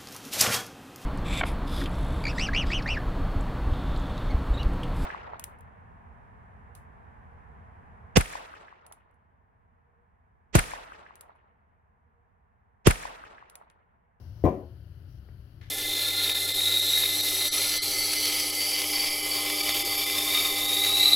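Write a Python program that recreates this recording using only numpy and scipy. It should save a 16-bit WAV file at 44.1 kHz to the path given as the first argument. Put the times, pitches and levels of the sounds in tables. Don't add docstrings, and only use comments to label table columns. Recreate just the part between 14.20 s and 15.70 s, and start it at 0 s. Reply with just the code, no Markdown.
import sys
import numpy as np
from scipy import signal
from scipy.fft import rfft, irfft
from scipy.io import wavfile
from scipy.ndimage import uniform_filter1d, minimum_filter1d

SR = 44100
rng = np.random.default_rng(int(sys.argv[2]) if len(sys.argv) > 2 else 0)


def generate_wav(sig):
    pcm = np.round(np.clip(np.atleast_2d(sig).T, -1, 1) * 32767).astype(np.int16)
    wavfile.write(sys.argv[1], SR, pcm)


N = 66150
T = np.arange(N) / SR
SIZE = 2 * N
FREQS = np.arange(N + 1) * SR / SIZE

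# t/s, relative level/dB, treble cutoff/Hz (lower is softer), relative grit level/dB
LANDINGS = [(0.2387, 2, 626, 3), (0.2528, -12.5, 1052, -1.5)]
# f/Hz, left over right/dB
WEIGHTS_LEAN = [(80, 7), (700, 6.6), (1200, 9.2), (2400, 2.7), (5000, 4)]


def kettlebells(echo):
    # f/Hz, gain/dB
    thud_colour = [(25, -60), (42, -44), (62, -1), (140, -3.5), (290, 7), (450, 3.5), (750, 4), (870, -4.5),
                   (1080, -1.5), (1350, -12), (2400, 0), (4000, -30.5), (9000, -17.5)]
    # f/Hz, relative level/dB, time to fade by 60 dB/s
    slab_tones = [(66.2, 6.5, 0.17), (89.6, 13.5, 0.12), (148, -2.5, 0.26), (192.4, -8.5, 0.31),
                  (278.3, 3.5, 0.2), (361, -9, 0.53), (379, 2, 0.24), (446, -6, 0.31), (518.8, -4, 0.27),
                  (562.6, -9.5, 0.43)]
    # f/Hz, relative level/dB, time to fade by 60 dB/s
    iron_tones = [(700, -13, .22), (730, -12, .22), (992, -17, .3), (1047, -12, .23), (2366, -31, .3),
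                  (3133, -45, .25)]
    force = sum(push(at, db, hz) for at, db, hz, _ in contacts())
    thuds = -undb(21.5) * shape(force, causal(curve(thud_colour)))
    slab = ring(LANDINGS[0][0], slab_tones, rise_s=0.01)
    iron = ring(LANDINGS[1][0], iron_tones, rise_s=0.0013)
    return shape(shape(thuds, echo) + slab + iron, sides(curve(WEIGHTS_LEAN)))


def contacts(count=4):
    start_s, gap_s, fall_db, cutoff_hz = 0.2652, 0.011, 5, 1000
    chatter = [(start_s + k * gap_s, -5.5 - k * fall_db, cutoff_hz, -5 - k * fall_db)
               for k in range(count)]
    return list(LANDINGS) + chatter


def push(at, db, cutoff_hz):
    spike = np.zeros(N)
    spike[int(at * SR)] = undb(db)
    return signal.sosfilt(signal.butter(5, cutoff_hz, fs=SR, output="sos"), spike)


def ring(at, tones, rise_s):
    age = np.maximum(T - at, 0)
    ringing = sum(undb(db - 20) * np.sin(2 * np.pi * hz * age) * fade(at, t60) for hz, db, t60 in tones)
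    return ringing * (1 - np.exp(-age / rise_s))


def grit(echo):
    # f/Hz, gain/dB
    colour = [(900, 5.5), (2000, 11.5), (3200, 1.5), (4000, -6.5), (6800, -3.5), (7700, -24), (9300, -12),
              (11000, -3.5), (15500, -5.5)]
    crackle = sum(undb(db) * fade(at, t60=0.073) for at, _, _, db in contacts())
    ticks = sum(undb(db + 13.5) * fade(at + 0.00096, t60=0.008) for at, _, _, db in LANDINGS)
    crunch = noise(colour) * (crackle + ticks) * undb(-51 + 3 * wobble(rate_hz=500))
    return shape(crunch, echo) * sides(left_db=3.5)


def lift_off(echo):
    # t/s, relative level/dB, treble cutoff/Hz
    knocks = [(1.0862, -46, 2000), (1.0888, -39.5, 2000)]
    # f/Hz, gain/dB
    colour = [(60, -13), (200, -6), (380, -2), (700, -3), (1000, -18), (1350, -9), (2200, -12.5),
              (4000, -25)]
    force = sum(push(*knock) for knock in knocks)
    taps = undb(23) * shape(force, causal(curve(colour)))
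    weaker_echo = 1 + undb(-3) * (echo - 1)
    return shape(taps, weaker_echo * sides(curve(WEIGHTS_LEAN)))


def scuff():
    # f/Hz, gain/dB
    colour = [(500, -11), (1000, -7.5), (1400, -5.5), (1750, 0), (2100, 0.5), (2550, -7.5), (3300, -5),
              (4400, -10), (6000, -17), (8200, -30), (11000, -25), (15500, -32)]
    rub = noise(colour) * fade(1.4125, t60=0.49)
    return rub * undb(-54.5 + 1.6 * wobble(rate_hz=500)) * sides(left_db=3.5)


def rustle():
    # f/Hz, gain/dB
    hiss_colour = [(1000, -13), (3500, -8), (4800, -1), (5700, 2), (6600, -12), (7800, -26), (11000, -11),
                   (15500, -9)]
    # f/Hz, gain/dB
    flap_colour = [(120, -9.5), (250, -4), (600, 0.5), (1000, -4), (1800, -25), (4000, -40)]
    # start/s, end/s, hiss level/dB, flap level/dB
    moves = [(-0.1, 0.3, -70.5, -66), (0.87, 1.01, -75, -96)]
    hiss, flap = noise(hiss_colour), noise(flap_colour)
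    cloth, fade_s = 0, 0.029
    for start, end, hiss_db, flap_db in moves:
        swell = np.clip(np.minimum(T - start, end - T) / fade_s, 0, 1)
        cloth += swell * (undb(hiss_db) * hiss + undb(flap_db) * flap)
    return cloth * undb(wobble(rate_hz=25)) * sides(left_db=10.5)


def yard():
    # f/Hz, relative level/dB, time to fade by 60 dB/s
    bands = [(60, -16, .16), (150, -0.5, 0.48), (350, 2.5, 0.41), (682, -2, 0.51), (1400, 8, 0.36),
             (3030, 10, .35), (12000, -1.5, 0.67)]
    centres_hz = np.array(bands)[:, 0]
    white = noise([(20, 0), (20000, 0)])
    tail, build_s = 0, 0.012
    for k, (_, db, t60) in enumerate(bands):
        only_this_band = curve(np.c_[centres_hz, np.arange(len(bands)) == k])
        tail += shape(white, only_this_band) * undb(db) * fade(0, t60)
    tail *= 1 - np.exp(-T / build_s)
    early = noise([(60, -13), (300, 9.5), (16000, 1.5)]) * fade(0.002, t60=0.066)
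    slap = undb(-5.5) * (np.arange(N) == int(0.0058 * SR))
    return (T == 0) + slap + undb(-4.5) * unit_energy(tail) + undb(-3) * unit_energy(early)


def outdoors():
    # f/Hz, gain/dB
    colour = [(20, -29.5), (35, -13), (60, -1.5), (88, 2), (130, -5.5), (215, -24), (350, -25),
              (480, -35.5), (580, -32.5), (800, -38.5), (1150, -42.5), (1400, -35), (2400, -48.5),
              (3000, -40), (3600, -52), (4500, -44), (6200, -55.5), (7600, -66.5), (9200, -63),
              (11000, -49), (15500, -55)]
    # f/Hz, left over right/dB
    lean = [(60, 7), (250, 8), (700, 15), (2000, 9.5), (4500, 17.5), (6800, -4), (10000, 12.5),
            (15000, 2.5)]
    return shape(noise(colour), sides(curve(lean))) * undb(-45)


def noise(colour):
    # f/Hz, likeness (0 or less is unrelated, 1 or more is the same)
    likeness = [(100, 4.2), (350, 1.95), (1000, -0.32), (2200, -0.33), (6000, -0.58)]
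    alike = np.clip(curve(likeness), 0, 1)
    mid, side = rng.standard_normal((2, N))
    gain = undb(curve(colour))
    mid = shape(mid, gain * np.sqrt(1 + alike))
    side = shape(side, gain * np.sqrt(1 - alike))
    stereo = np.array([mid + side, mid - side])
    return stereo / stereo.std()


def wobble(rate_hz):
    width = max(int(SR / rate_hz), 1)
    wiggle = rng.standard_normal(N)
    for _ in range(2):
        wiggle = uniform_filter1d(wiggle, width, mode="wrap")
    return wiggle / wiggle.std()


def fade(start, t60):
    return (T >= start) * undb(-60 * np.maximum(T - start, 0) / t60)


def undb(db):
    return 10 ** (np.asarray(db) / 20)


def curve(points):
    hz, values = np.array(points, float).T
    return np.interp(np.log(np.maximum(FREQS, 1)), np.log(hz), values)


def shape(sound, gain):
    return irfft(rfft(sound, SIZE) * gain, SIZE)[..., :N]


def causal(db):
    cepstrum = irfft(np.log(undb(db)), SIZE)
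    cepstrum[1:N] *= 2
    cepstrum[N + 1:] = 0
    return np.exp(rfft(cepstrum))


def sides(left_db):
    gains = undb(np.array([[1], [-1]]) * left_db / 2)
    return gains / gains.mean(axis=0)


def unit_energy(stereo):
    return stereo / np.sqrt(np.sum(stereo ** 2) / 2)


def scene():
    echo = rfft(yard(), SIZE)
    return kettlebells(echo) + grit(echo) + lift_off(echo) + rustle() + scuff() + outdoors()


def record(dry):
    limit, hold_samples, top_hz = 0.46, int(0.006 * SR), 15850
    gain = limit / np.maximum(np.abs(dry).max(axis=0), limit)
    gain = uniform_filter1d(minimum_filter1d(gain, hold_samples), hold_samples)
    treble_cut = signal.ellip(10, 0.2, 80, top_hz, fs=SR, output="sos")
    return signal.sosfilt(treble_cut, dry * gain)


dry = scene()
out = record(dry)
generate_wav(out)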